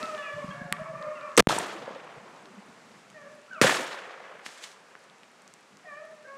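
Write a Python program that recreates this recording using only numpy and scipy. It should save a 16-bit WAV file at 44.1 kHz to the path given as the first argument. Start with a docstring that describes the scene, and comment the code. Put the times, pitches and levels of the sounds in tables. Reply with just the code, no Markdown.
"""Hounds bay in a bare wood: each voice is a stack of wavering partials with the wood's echo behind it.
A handgun fired beside a phone adds clicks, a crack and churning gas; its microphone is pinned for a moment.
A second shot follows from further off. Trunks scatter the sounds into tails of fading noise bands.
Twigs and boots make short rings and grains; wind makes noise and low swings; a low hum wavers and falls overall."""
import sys
import numpy as np
from scipy import signal
from scipy.fft import rfft, irfft, next_fast_len
from scipy.io import wavfile
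from scipy.ndimage import uniform_filter1d

SR = 44100
rng = np.random.default_rng(int(sys.argv[2]) if len(sys.argv) > 2 else 0)


def inscribe(sig):
    """Save sig as 16-bit PCM at rate SR to the path in sys.argv[1].

    A 1-D sig is mono; a 2-D sig holds one channel per row.
    Samples are clipped to [-1, 1] before scaling.
    """
    pcm = np.round(np.clip(np.atleast_2d(sig).T, -1, 1) * 32767)
    wavfile.write(sys.argv[1], SR, pcm.astype(np.int16))


N = 280917
TIME = np.arange(N) / SR  # seconds


def undb(db):
    """Turn decibels into an amplitude factor."""
    return 10 ** (np.asarray(db) / 20)


def unit(x):
    """Scale a sound to an rms of 1."""
    return x / np.sqrt(np.mean(x ** 2))


def spectrum_gain(size, points):
    """Gain at each FFT frequency, drawn through (frequency [Hz], level [dB]) points."""
    hz, db = np.transpose(points)
    f = np.maximum(np.arange(size // 2 + 1) * SR / size, 1)
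    return undb(np.interp(np.log(f), np.log(hz), db))


def coloured(x, points):
    """Shape the spectrum of x, then scale it to rms 1, so only the balance of the points counts."""
    size = next_fast_len(len(x), True)
    return unit(irfft(rfft(x, size) * spectrum_gain(size, points), size)[:len(x)])


def tinted(x, points):
    """Shape the spectrum of x without rescaling it afterwards."""
    size = len(x) + SR
    return irfft(rfft(x, size) * spectrum_gain(size, points), size)[:len(x)]


def noise(size=N):
    """White noise."""
    return rng.standard_normal(size)


def walk(rate, size=N):
    """Slowly wandering random curve: levels held for 1 / rate seconds, then smoothed twice; spread near 1."""
    hold = int(SR / rate)
    steps = np.repeat(noise(size // hold + 1), hold)
    smooth = uniform_filter1d(uniform_filter1d(steps, hold), hold)
    return 1.3 * smooth[:size]  # smoothing shrinks the spread


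def add(out, s, sound):
    """Mix a sound in at time s [s]."""
    i = int(s * SR)
    out[i:i + len(sound)] += sound[:N - i]


def rings(rows, shape=np.sin):
    """Each row strikes one dying tone, at most 4000 samples long; a cosine starts with a snap."""
    out, t = np.zeros(N), TIME[:4000]
    for s, db, hz, t60 in rows:
        fade = undb(db - 60 * t / max(t60, .001))  # the fall by 60 dB takes at least 1 ms
        add(out, s, fade * shape(2 * np.pi * hz * t))
    return out


def swells(rows, sag=0., octave_db=-200, push_db=-200):
    """Each row is a low swing that swells and fades about its centre, with an octave and a slow push."""
    out = np.zeros(N)
    for s, db, hz, half in rows:
        t = np.arange(-3 * half, 3 * half, 1 / SR)
        phase = 2 * np.pi * hz * (t - sag * t ** 2 / (2 * half))  # the pitch sags steadily
        swing = np.cos(phase) + undb(octave_db) * np.cos(2 * phase) + undb(push_db)
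        bell = np.exp(-.5 * (t / half) ** 2)
        add(out, max(s + t[0], 0), -undb(db) * bell * swing)
    return out


def woods(size):
    """Echo response of the wood: each band dies quickly among near trunks, slowly over far ground."""
    # what the trunks send back: (band [Hz], near level [dB], near 60 dB decay [s],
    #                            far level [dB], far 60 dB decay [s])
    bands = [(117, 0.5, 0.3, -32.5, 1), (325, -10, 0.71, -51.5, 1.38), (521, -8, 0.3, -25, 3.21),
             (1110, -16.5, 0.72, -34, 4.2), (1726, -10, 0.53, -28, 2.96), (3340, -13.5, 0.65, -36, 1.87),
             (7260, -17.5, 0.64, -71.5, 1.4), (8050, -18, 0.5, -115, 1.5), (12500, -59, .55, -73, 1.5)]
    trunk_grain_db, clump_db = 1.2, 1.8  # unevenness in all bands at once, and in each band alone
    out, t = np.zeros(size), TIME[:size]
    trunks_db = trunk_grain_db * walk(250, size)
    for hz, near_db, near_t60, far_db, far_t60 in bands:
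        hump = [(hz / 4, -50), (hz / 2, -10), (hz, 0), (hz * 2, -12), (hz * 4, -55)]
        band = coloured(noise(size), hump)
        clumps_db = trunks_db + clump_db * walk(120, size)
        near = undb(near_db - 60 * t / near_t60)
        far = undb(far_db - 60 * t / far_t60)
        out += band * undb(clumps_db) * (near + far)
    return out


def wet(x, echo_db):
    """Add the wood's answer to a sound, by convolving it with an echo response of unit energy."""
    echo = woods(size=2 * SR)
    echo = echo / np.sqrt(np.sum(echo ** 2))
    return x + undb(echo_db) * signal.fftconvolve(x, echo)[:N]


def air(air_db):
    """Air and far rustle: coloured noise with a slightly wandering level."""
    # balance of the noise: (frequency [Hz], level [dB per Hz])
    colour = [(94, -41), (160, -22.5), (234, -2), (278, -0.5), (398, 8.5), (594, 6.5), (1290, 6.5),
              (2610, 1), (3280, -4), (7710, -8), (15000, -22.5)]
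    return coloured(noise(), colour) * undb(air_db + 0.39 * walk(11))


def wind(rumble_db):
    """Gusts push the microphone port in uneven low swings, over a wandering noise rumble."""
    # balance of the rumble: (frequency [Hz], level [dB per Hz])
    colour = [(30, -10), (70, -6), (120, -2), (200, 0.0), (280, -6), (500, -24), (1000, -60)]
    # gusts: (centre [s], swing level [dB], swing [Hz], half length [s])
    gusts = [(0.033, -33.5, 238, 0.0036), (.345, -33.5, 118, .008), (.364, -35, 129, 0.0064),
             (.41, -44, 148, 0.014), (0.444, -29, 200, 0.0024), (.46, -50, 192, 0.0068),
             (0.489, -29, 160, 0.0051), (.51, -40, 175, 0.013), (.555, -39, 130, .008),
             (.58, -38, 139, 0.011), (0.616, -29.5, 188, 0.0025), (0.657, -34, 160, 0.0079),
             (0.721, -28.5, 176, 0.0037), (.74, -42, 197, 0.0058), (.77, -42, 170, .01),
             (.795, -38, 140, 0.0046), (0.815, -30.5, 157, 0.0032), (0.848, -44, 149, 0.0099),
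             (0.9, -37, 146, 0.0073), (0.938, -43, 168, .007), (.96, -38, 138, 0.0086),
             (1.0, -41, 169, 0.0064), (1.075, -39, 138, 0.006), (2.175, -40, 130, 0.0065)]
    rumble = coloured(noise(), colour) * undb(rumble_db + 2.2 * walk(25.084))
    return rumble + swells(gusts, push_db=2)  # slow push of air, in dB over each swing


def hum():
    """A soft low hum in swells that waver and fall overall, each sagging in pitch, with a weaker octave."""
    # swells: (centre [s], level of the main tone [dB], pitch [Hz], half length [s])
    notes = [(2.452, -54, 313, .012), (2.48, -53, 389, 0.024), (2.51, -55, 200, 0.013),
             (2.547, -48, 250, 0.0083), (2.585, -39.5, 202, 0.0096)]
    return swells(notes, sag=0.03, octave_db=-17)  # sag is a share of the pitch per half length


def leaves():
    """Boots crush leaves: dense noise grains build to a snap and scatter away; a few crackle all the time."""
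    # footfalls: (time [s], level [dB], build-up [s], 60 dB decay of the scatter [s])
    crunches = [(4.465, -37.5, 0.0079, 0.59), (4.577, -51, 0.0011, 0.38), (4.643, -38.5, 0.011, 0.35)]
    # balance of the grains: (frequency [Hz], level [dB per Hz])
    colour = [(410, -17.5), (700, -14.5), (1510, 0), (1830, 2.5), (2460, 0), (3180, 0.5), (7900, -3),
              (15000, -19.5)]
    grains = noise() * undb(2.5 * np.minimum(rng.exponential(size=N), 8))
    shape = undb(-72.0 + 3.0 * walk(25))  # the constant crackle
    for s, db, rise, t60 in crunches:
        build = np.exp(np.minimum(TIME - s, 0) / rise)
        after = np.maximum(TIME - s, 0)
        scatter = .65 * np.exp(-after / .004) + .35 * undb(-60 * after / t60)
        shape = shape + undb(db) * np.where(TIME < s, build, scatter)
    return coloured(grains, colour) * shape


def ticks():
    """Gun clicks, snapping twigs and a random scatter of faint ones, each a short ring with a trace of wood."""
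    # twigs that snap: (time [s], level [dB], ring [Hz])
    snaps = [(0.0294, -20, 4020), (0.057, -26, 3870), (.149, -26, 3020), (0.179, -30, 3200),
             (.503, -41, 4070), (1.026, -29, 3930), (2.457, -34.5, 3820), (1.211, -35, 3750),
             (1.318, -38, 3220), (2.896, -44, 6000), (2.917, -40, 3800), (3.1015, -38, 2700),
             (3.1017, -36, 6800), (3.108, -42, 7500), (3.216, -42, 6200), (3.266, -44, 1900),
             (3.464, -41, 2700), (3.548, -39, 3870), (3.534, -37, 5900), (4.4634, -19, 1940),
             (4.639, -24, 3070), (4.953, -28, 1580), (5.099, -36, 3460), (5.2336, -34, 2700),
             (5.42, -37, 8100), (5.478, -30.5, 6500), (5.539, -28, 7500), (5.771, -34, 6200)]
    # metal of the handgun, cocked, fired and settling: (time [s], level [dB], ring [Hz], 60 dB decay [s])
    clicks = [(.7255, -7, 10800, 0.00073), (.7257, -7, 1890, 0.0032), (1.3685, -13, 6150, 0.0066),
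              (1.3758, 3.5, 8200, 0.0035), (1.386, -18.5, 5870, 0.0048), (1.5873, -10.5, 8200, 0.0034)]
    twig_cycles = 7  # cycles until a snapped twig is 60 dB down, but see the shortest decay in rings()
    faint_count, faint_db, faint_spread_db = 70, -47, 4  # evenly spread by this much either way
    low_hz, high_hz, faint_t60_s = 3000, 10000, .0015
    rows = [(s, db, hz, twig_cycles / hz) for s, db, hz in snaps]
    for when, size, tone in rng.random((faint_count, 3)):
        db = faint_db + faint_spread_db * (2 * size - 1)
        rows.append((when * N / SR, db, low_hz + tone * (high_hz - low_hz), faint_t60_s))
    return wet(rings(clicks, np.cos) + rings(rows), echo_db=-17.5)


def n_wave(length_s):
    """Pressure that jumps up, falls in a straight line to the opposite side and stops."""
    return 1 - 2 * np.arange(0, length_s, 1 / SR) / length_s


def muzzle_gas():
    """Gas of the near shot churning round the phone: coloured noise that follows a level curve."""
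    # (time [s], level [dB])
    curve = [(1.3769, -1), (1.381, 2), (1.386, -8.5), (1.391, -4), (1.407, -6)]
    # balance of the noise: (frequency [Hz], level [dB per Hz])
    colour = [(100, -15), (330, -7), (510, 5), (720, -13), (1000, -5), (1400, -5.5), (2500, -15),
              (8000, -23), (16000, -31)]
    s, db = np.transpose(curve)
    return coloured(noise(), colour) * undb(np.interp(TIME, s, db, left=-200, right=-200))


def guns():
    """Each shot is an N-shaped crack, its inverted ground wave and a tail; short rings are added."""
    # (time [s], crack level [dB], crack length [s], ground wave level [dB], its length [s], tail level [dB])
    shots = [(1.3769, -42, 0.00065, 3, .002, -10.5), (3.6145, -3, 0.00057, 15, 0.002204, -10)]
    # tint of each shot's tail, from the way the gun points: one list per shot of (frequency [Hz], level [dB])
    tail_colours = [
        [(115, 0), (280, -6.5), (540, -3), (900, 1.5), (1300, 0.5), (1760, -2.5), (3400, -1.2), (8000, 2.5)],
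        [(115, -11.5), (280, -11), (540, -4.5), (1200, -1), (1760, -1), (3400, -2.3), (8000, -0.3)],
    ]
    # short rings within the shots and their echoes: (time [s], level [dB], ring [Hz], 60 dB decay [s])
    shot_rings = [(1.496, -13.5, 920, 0.022), (1.507, -14.5, 1330, 0.021), (1.565, -12.5, 527, 0.0053),
                  (1.878, -28.5, 555, 0.052), (1.755, -36.5, 337, 0.12), (3.6144, 12, 1890, 0.0084),
                  (3.6172, -26, 915, 0.0061), (3.6184, 3, 1400, 0.0009), (3.633, -17, 1210, 0.0053),
                  (3.6445, -8, 528, 0.039), (3.66, -34, 1500, 0.0068), (3.694, -16, 890, 0.012),
                  (3.698, -15, 1800, 0.0069), (3.725, -16, 710, 0.015), (4.075, -35.5, 490, 0.037),
                  (1.526, -14, 720, 0.013), (1.582, -20, 910, 0.027), (1.607, -22.5, 710, 0.023),
                  (1.845, -42, 500, 0.014), (1.908, -31, 547, 0.02), (1.96, -33, 530, 0.063)]
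    out = rings(shot_rings)
    tail_size = 4 * SR
    onset = 1 - np.exp(-TIME[:tail_size] / 0.00023)
    for (s, crack_db, crack_s, ground_db, ground_s, tail_db), colour in zip(shots, tail_colours):
        add(out, s, undb(crack_db) * n_wave(crack_s))
        add(out, s + crack_s, -undb(ground_db) * n_wave(ground_s))
        tail = tinted(woods(tail_size), colour) * onset
        add(out, s + crack_s + ground_s, undb(tail_db) * tail)
    return out + muzzle_gas()


def throat(hz):
    """Gain in dB of the throat and of the way through the trees at each pitch."""
    # (frequency [Hz], gain [dB])
    passage = [(500, -1.5), (1200, -0.5), (1750, -3.5), (2400, -6), (2800, -11.5), (3600, -29)]
    return np.interp(hz, *np.transpose(passage))


def pack():
    """Each bay glides through three pitches; its partials pass the throat and flutter alone, more if rough."""
    # bays: (voice, start [s], length [s], start pitch [Hz], turning pitch [Hz], end pitch [Hz],
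    #        place of the turn [0-1], roughness [0-1], level [dB], swell from start to end [dB],
    #        upper partials [dB], their sinking as the mouth closes [dB])
    bays = [("deep", 0, .2, 617, 618, 590, .5, .4, -46, -3, 3, 7),
            ("nasal", .015, .17, 655, 640, 610, .5, .3, -45, -3, 1.5, 8),
            ("bright", .1, .12, 625, 595, 570, .5, .35, -50, 1.5, 4, 3),
            ("shrill", .175, .27, 585, 570, 582, .2, .25, -48, -6, 1.5, 5),
            ("reedy", .22, .12, 665, 580, 578, .6, .15, -46, 3, 1.5, 3),
            ("deep", .485, .045, 585, 580, 570, .5, .5, -49, -3, -6, 3),
            ("shrill", .505, .05, 540, 545, 548, .5, .5, -52, -3, 1.5, 3),
            ("nasal", 1.02, .14, 520, 545, 580, .5, .6, -52, 1.5, 1.5, 3),
            ("nasal", 1.2, .165, 625, 570, 520, .5, .8, -52, 1.5, 1.5, 3),
            ("bright", .225, .11, 655, 640, 645, .5, .45, -52, 1.5, 3, 3),
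            ("deep", .312, .125, 580, 600, 560, .4, .5, -43, -5, -3, 3),
            ("nasal", .38, .24, 540, 570, 575, .5, .8, -51, -3, -2, 3),
            ("bright", .51, .2, 545, 550, 565, .3, .6, -53, -3, 4, 5),
            ("deep", .54, .24, 690, 725, 690, .5, .7, -54, 1.5, -2, 3),
            ("deep", .66, .035, 890, 880, 880, .5, .5, -53, -3, -12, 3),
            ("hazy", .72, .22, 580, 560, 560, .5, .9, -50, 1.5, 1.5, 3),
            ("deep", .78, .16, 629, 660, 612, .5, .6, -44, -3, -6, 10),
            ("hazy", .92, .13, 575, 595, 600, .4, .7, -50, 1.5, 1.5, 3),
            ("deep", 1.005, .15, 595, 618, 598, .6, .5, -41, -3, 1.5, -3),
            ("deep", .97, .17, 561, 550, 544, .5, .85, -52, 1.5, -3, 3),
            ("yelp", 1.15, .2, 690, 700, 630, .3, .7, -54, -4, 1.5, 3),
            ("reedy", 1.152, .055, 705, 650, 615, .5, .2, -50, -3, 1.5, 3),
            ("hazy", 1.17, .2, 605, 590, 551, .5, .8, -52, -3, 1.5, -3),
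            ("clear", 3.142, .2, 625, 550, 605, .52, .3, -54, 3, -1.5, 12),
            ("deep", 3.255, .09, 580, 605, 610, .5, .3, -52, -3, -5, 3),
            ("yelp", 3.478, .045, 620, 775, 790, .5, .2, -55, 3, 1.5, 3),
            ("yelp", 3.508, .106, 785, 645, 500, .55, .25, -44, 1.5, 1.5, 6),
            ("yelp", 3.55, .062, 725, 725, 735, .5, .5, -53, 1.5, 1.5, 3),
            ("deep", 3.562, .05, 620, 657, 680, .5, .3, -47, 3, -8, 3),
            ("deep", 5.842, .04, 740, 710, 690, .5, .2, -51, 1.5, -15, 3),
            ("clear", 5.852, .175, 640, 568, 640, .42, .15, -50, 10, 3, 12),
            ("deep", 6.0, .14, 640, 640, 630, .5, .25, -52, -4, -3, 3),
            ("deep", 6.12, .13, 620, 605, 600, .5, .3, -61, -4, -14, 3),
            ("clear", 6.245, .17, 510, 552, 546, .2, .14, -52, 5, 1.5, 10)]
    # voice name: levels of partials 1-6 [dB]
    voices = {"deep": (0, -6, -13, -17, -22, -32), "bright": (0, -10, -2, -7, -14, -24),
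              "nasal": (-6, 0, -16, -6, -16, -28), "shrill": (-8, -6, 0, -10, 3, 8),
              "yelp": (-22, 0, -26, -4, -18, -28), "reedy": (-12, -6, -8, 4, -12, -28),
              "clear": (0, -5, -1, -6, -9, -24), "hazy": (-2, -4, -4, -7, -10, -22)}
    # voice name: how late partials 1-6 come in while the mouth opens [s]
    opening = {"clear": (0, .035, 0, .025, .09, .09), "yelp": (0, 0, 0, .015, .015, 0)}
    attack_s, release_s, glide_s = 0.005, 0.036, .03  # glide_s rounds the pitch turns
    waver, flutter_db, hoarse = .021, 4.5, 1.0  # per unit of roughness; waver is a share of the pitch
    out = np.zeros(N)
    for (voice, s, length, start_hz, turn_hz, end_hz, turn, rough,
         db, swell_db, upper_db, closing_db) in bays:
        t = TIME[:int(length * SR)]
        u = t / length  # progress 0-1
        edge = np.clip(np.minimum(t / attack_s, (length - t) / release_s), 0, 1)
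        arc = np.interp(u, [0, turn, 1], [start_hz, turn_hz, end_hz])
        arc = uniform_filter1d(arc, int(glide_s * SR), mode="nearest")
        pitch = arc * (1 + waver * rough * walk(77.8, SR // 2)[:len(t)])
        phase = 2 * np.pi * np.cumsum(pitch) / SR
        mouth_db = upper_db + closing_db * (.5 - u)
        delays = opening.get(voice, [0] * 6)
        for k, colour_db in enumerate(voices[voice]):
            upper = k > 0  # the lowest partial ignores the mouth and the smear
            throat_db = throat((k + 1) * pitch) + mouth_db * upper
            flutter = flutter_db * rough * walk(70.0, SR // 2)[:len(t)]
            gain = undb(db + swell_db * (u - .5) + colour_db + throat_db + flutter)
            # uneven folds smear the upper partials
            smear = 1 + hoarse * rough * upper * walk(500, SR // 2)[:len(t)]
            opened = np.clip(1 + (t - delays[k]) / attack_s, 0, 1)
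            partial = np.sqrt(2) * np.sin((k + 1) * phase)
            add(out, max(s, 0), opened * edge * gain * smear * partial)
    return out


def scene():
    """Mix the background, the guns and the hounds with their echo."""
    # background: (time [s], air and far rustle level [dB], wind rumble level [dB])
    ambience = [(0, -41.5, -54), (.3, -51, -57.5), (.45, -50, -52), (0.698, -55, -53), (1.05, -54.5, -59),
                (1.298, -54.5, -58), (1.8, -57.5, -51), (2.299, -56, -59.5), (2.602, -56, -58.5),
                (3.0, -55.5, -56), (3.501, -57, -60.5), (4.799, -58, -68), (5.5, -57, -66.5),
                (5.9, -57.5, -63.5), (6.37, -57, -63.5)]
    s, *columns = np.transpose(ambience)
    air_db, rumble_db = (np.interp(TIME, s, column) for column in columns)
    background = air(air_db) + wind(rumble_db) + hum()
    hounds = wet(pack(), echo_db=-4.5)
    return (background + leaves() + ticks() + guns() + hounds)[None]


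def record(dry):
    """The microphone clips at its rails, nearly deaf while pinned; the low cut rings at each jump."""
    # working point of the shaken microphone: (time [s], offset [1 = full scale])
    stun = [(1.377, 0), (1.382, -.85), (1.391, -.85), (1.394, 0), (1.405, -.1), (1.4085, -4), (1.4706, -4),
            (1.4722, 4), (1.4855, 4), (1.4875, .4), (1.5, .22), (1.6, 0)]
    rail, limit = .385, .715  # hard clipping levels before and after the low cut
    capsule_hz, low_cut_hz, top_hz = 10000, 160, 15700
    slip_s, slip_db = 1.4243, -38  # the capsule slips once, by a small lasting step
    seep_db, leak_db = -62, -21.5  # sound that seeps past the rails; deep bass that passes the low cut

    def filtered(x, sos):
        return signal.sosfilt(sos, x)

    offset = np.interp(TIME, *np.transpose(stun), left=0, right=0)
    pinned = np.clip(dry + offset, -rail, rail)
    pinned = pinned + undb(seep_db) * dry + undb(slip_db) * (TIME > slip_s)
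    soft = filtered(pinned, signal.butter(2, capsule_hz, fs=SR, output="sos"))
    cut = filtered(soft, signal.butter(4, low_cut_hz, "high", fs=SR, output="sos"))
    bass = filtered(soft, signal.butter(1, [35, 90], "band", fs=SR, output="sos"))
    limited = np.clip(cut + undb(leak_db) * bass, -limit, limit)
    return filtered(limited, signal.ellip(8, .2, 80, top_hz, fs=SR, output="sos"))


dry = scene()
out = record(dry)
inscribe(out)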